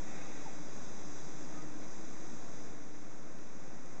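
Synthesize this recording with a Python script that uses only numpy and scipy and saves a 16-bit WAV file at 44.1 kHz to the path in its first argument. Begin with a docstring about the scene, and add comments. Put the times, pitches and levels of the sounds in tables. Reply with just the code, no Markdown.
"""Spoon and bowl in a quiet tiled room

A plastic spoon rubs faintly round a bowl of water, exciting its resonances; three soft squeaks
and a tiny tick follow. High hiss, a wavering hum and dull room noise run throughout; hiss and
room noise drop a little after 2.7 s. The mono recorder cuts three notches in the treble,
removes the top, clicks once and adds a DC offset."""
import sys
import numpy as np
from scipy.fft import rfft, irfft
from scipy.io import wavfile

SR = 44100
rng = np.random.default_rng(int(sys.argv[2]) if len(sys.argv) > 2 else 0)


def to_wav(sig):
    """Store sig (one row per channel, or 1-D mono) as 16-bit WAV at the path in sys.argv[1].

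    Samples outside -1..1 are clipped; the rate is SR.
    """
    pcm = np.clip(np.atleast_2d(sig), -1, 1) * 32767
    pcm = np.round(pcm).astype(np.int16)
    wavfile.write(sys.argv[1], SR, pcm.T)  # frames by channels


N = 176400

# bowl resonances: f/Hz, width/Hz, relative level/dB
BOWL_MODES = [(530, 54, 2), (777, 89, 1.5), (1200, 97, -7.5), (1575, 100, -2.5), (1940, 97, -1.5),
              (2200, 160, -4), (2490, 190, -5), (3670, 240, -7.5)]
# squeaks: t/s, length/s, f/Hz, width/Hz, level/dB
SQUEAK_NOTES = [(0.449, 0.034, 900, 47, -49.5), (0.462, 0.042, 790, 44, -51), (1.54, 0.1, 1245, 12, -58)]
# hiss spectrum: f/Hz, relative level/dB
HISS_SPECTRUM = [(1000, -9.5), (2600, -12), (3700, -4.5), (5100, -1), (5900, 1), (6350, 2), (7000, -6.5),
                 (7350, -6), (7750, -15.5), (8400, -24), (8650, -33.5), (8900, -31)]
# hiss envelope: t/s, level/dB
HISS_ENVELOPE = [(0, -53.5), (.35, -54), (.58, -54.5), (.9, -53), (1.06, -54), (1.2, -52.8), (1.62, -54.5),
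                 (1.7, -56.5), (1.85, -55), (2.3, -54.5), (2.64, -55), (2.75, -58), (3.28, -59.5),
                 (3.7, -59), (4, -58.5)]
# lower hum line: t/s, level/dB
HUM_LOW_ENVELOPE = [(0, -57), (.44, -57), (.52, -66), (0.619, -53), (.85, -77), (1.05, -55.5), (1.24, -61),
                    (1.4, -52.5), (1.76, -57), (1.95, -64.5), (2.28, -63), (2.951, -57), (4, -74.5)]
# upper hum line: t/s, level/dB
HUM_HIGH_ENVELOPE = [(0, -63.5), (1.1, -64), (1.6, -62), (1.76, -56), (1.88, -66.5), (2, -57), (2.2, -57),
                     (2.45, -67), (3.3, -67.5), (4, -68.5)]
# room noise spectrum: f/Hz, relative level/dB
ROOM_SPECTRUM = [(25, -25.5), (45, -23.5), (65, -7.5), (110, -6), (150, 1), (250, 0.5), (400, -4),
                 (560, -5.5), (950, -10.5), (1400, -12.5), (2400, -17.5), (4000, -32), (9000, -49)]
# room noise envelope: t/s, level/dB
ROOM_ENVELOPE = [(0, -50.5), (.45, -51), (.6, -50.5), (1.5, -50.5), (2.6, -51.5), (2.85, -53), (3.5, -53),
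                 (4, -52.5)]
# recorder notches: f/Hz, width/Hz
TREBLE_NOTCHES = [(3010, 625), (4390, 1570), (5405, 290)]
# recorder DC offset: t/s, offset/full scale
DC_OFFSET = [(0, -.035), (2.699, -.035), (2.704, -.0295), (4, -.0295)]


def stir(start_s=0.013, peak_s=0.18, end_s=0.62, level_db=-53.5, rough_db=0.5):
    """Spoon friction drives the bowl's resonances; power follows the pressure."""
    spectrum = sum(undb(db) * resonance(hz, width_hz) * white_spectrum()
                   for hz, width_hz, db in BOWL_MODES)
    rub = unit(irfft(spectrum, N))
    pressure = curve([(start_s, 0), (peak_s, 1), (end_s, 0)])
    return rub * np.sqrt(pressure) * undb(level_db + rough_db * walk(49.6))


def squeaks():
    """Short, faint notes of unsteady pitch."""
    t, out = np.arange(N) / SR, np.zeros(N)
    for start_s, length_s, hz, width_hz, db in SQUEAK_NOTES:
        swell = np.sin(np.pi * np.clip((t - start_s) / length_s, 0, 1))
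        out += undb(db) * swell * tone(hz + width_hz / 2 * walk(140))
    return out


def tick(start_s, gain_db, hz, width_hz):
    """An impulse rings one broad resonance for under 1 ms."""
    impulse = np.exp(-2j * np.pi * freqs() * start_s)
    return undb(gain_db) * irfft(impulse * resonance(hz, width_hz), N)


def hiss(waver_db=-0.08, ripple_db=2.64, ripple_points_per_khz=45.3):
    """High hiss, strongest near 6 kHz, with fine random spectral ripple."""
    ripple_index = freqs() / 1000 * ripple_points_per_khz
    ripple = np.interp(ripple_index, np.arange(2048), rng.standard_normal(2048))
    coloured = irfft(rfft(noise(HISS_SPECTRUM)) * undb(ripple_db * ripple), N)
    return unit(coloured) * undb(curve(HISS_ENVELOPE) + waver_db * walk(14))


def hum(low_hz=300.6, high_hz=319.5, wander_hz=2.37, flutter_depth=0.25):
    """Two close, faint lines that waver, swell and fade independently."""
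    out = np.zeros(N)
    for hz, envelope in ((low_hz, HUM_LOW_ENVELOPE), (high_hz, HUM_HIGH_ENVELOPE)):
        line = tone(hz + wander_hz * walk(8))
        flutter = 1 + flutter_depth * walk(4.7)
        out += line * flutter * undb(curve(envelope))
    return out


def room(waver_db=-0.34):
    """Dull, even room noise."""
    return noise(ROOM_SPECTRUM) * undb(curve(ROOM_ENVELOPE) + waver_db * walk(22))


def undb(db):
    """Decibels to gain."""
    return 10 ** (np.asarray(db) / 20)


def unit(x):
    """Scale to rms 1."""
    return x / np.sqrt(np.mean(x ** 2) + 1e-30)


def curve(rows):
    """Linear interpolation of (t/s, value) rows."""
    return np.interp(np.arange(N) / SR, *np.array(rows).T)


def freqs():
    """Bin frequencies in Hz, floored at 1."""
    return np.maximum(np.arange(N // 2 + 1) * SR / N, 1)


def white_spectrum():
    """Spectrum of fresh white noise."""
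    return rfft(rng.standard_normal(N))


def noise(points):
    """Noise shaped by (f/Hz, level/dB) points, rms 1."""
    hz, db = np.array(points).T
    gain = undb(np.interp(np.log(freqs()), np.log(hz), db))
    return unit(irfft(white_spectrum() * gain, N))


def resonance(hz, width_hz):
    """Second-order band-pass response, gain 1 at centre."""
    f = freqs()
    return 1 / (1 + 1j * (f * f - hz * hz) / (f * width_hz))


def walk(rate_hz):
    """Smooth random drift, rms 1."""
    return unit(irfft(white_spectrum() * np.exp(-(freqs() / rate_hz) ** 2), N))


def tone(hz):
    """Sine on a pitch curve, rms 1."""
    return np.sqrt(2) * np.sin(2 * np.pi * (np.cumsum(hz) / SR + rng.random()))


def lowpass(x, hz):
    """Steep cut above hz."""
    return irfft(rfft(x) / np.sqrt(1 + (freqs() / hz) ** 160), N)


def scene():
    """Mono sum at the microphone."""
    background = room() + hiss() + hum()
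    room_tick = tick(start_s=3.8606, gain_db=-29.5, hz=6000, width_hz=1800)
    return (background + stir() + squeaks() + room_tick)[None]


def record(dry):
    """Recorder: treble notches, top cut, one brighter electrical click, DC offset."""
    notches = np.prod([1 - resonance(hz, width_hz) for hz, width_hz in TREBLE_NOTCHES], axis=0)
    narrow = lowpass(irfft(rfft(dry) * notches, N), hz=8800)
    click = tick(start_s=3.387, gain_db=-33.5, hz=3040, width_hz=2400)
    return lowpass(narrow + click, hz=15900) + curve(DC_OFFSET)


dry = scene()
out = record(dry)
to_wav(out)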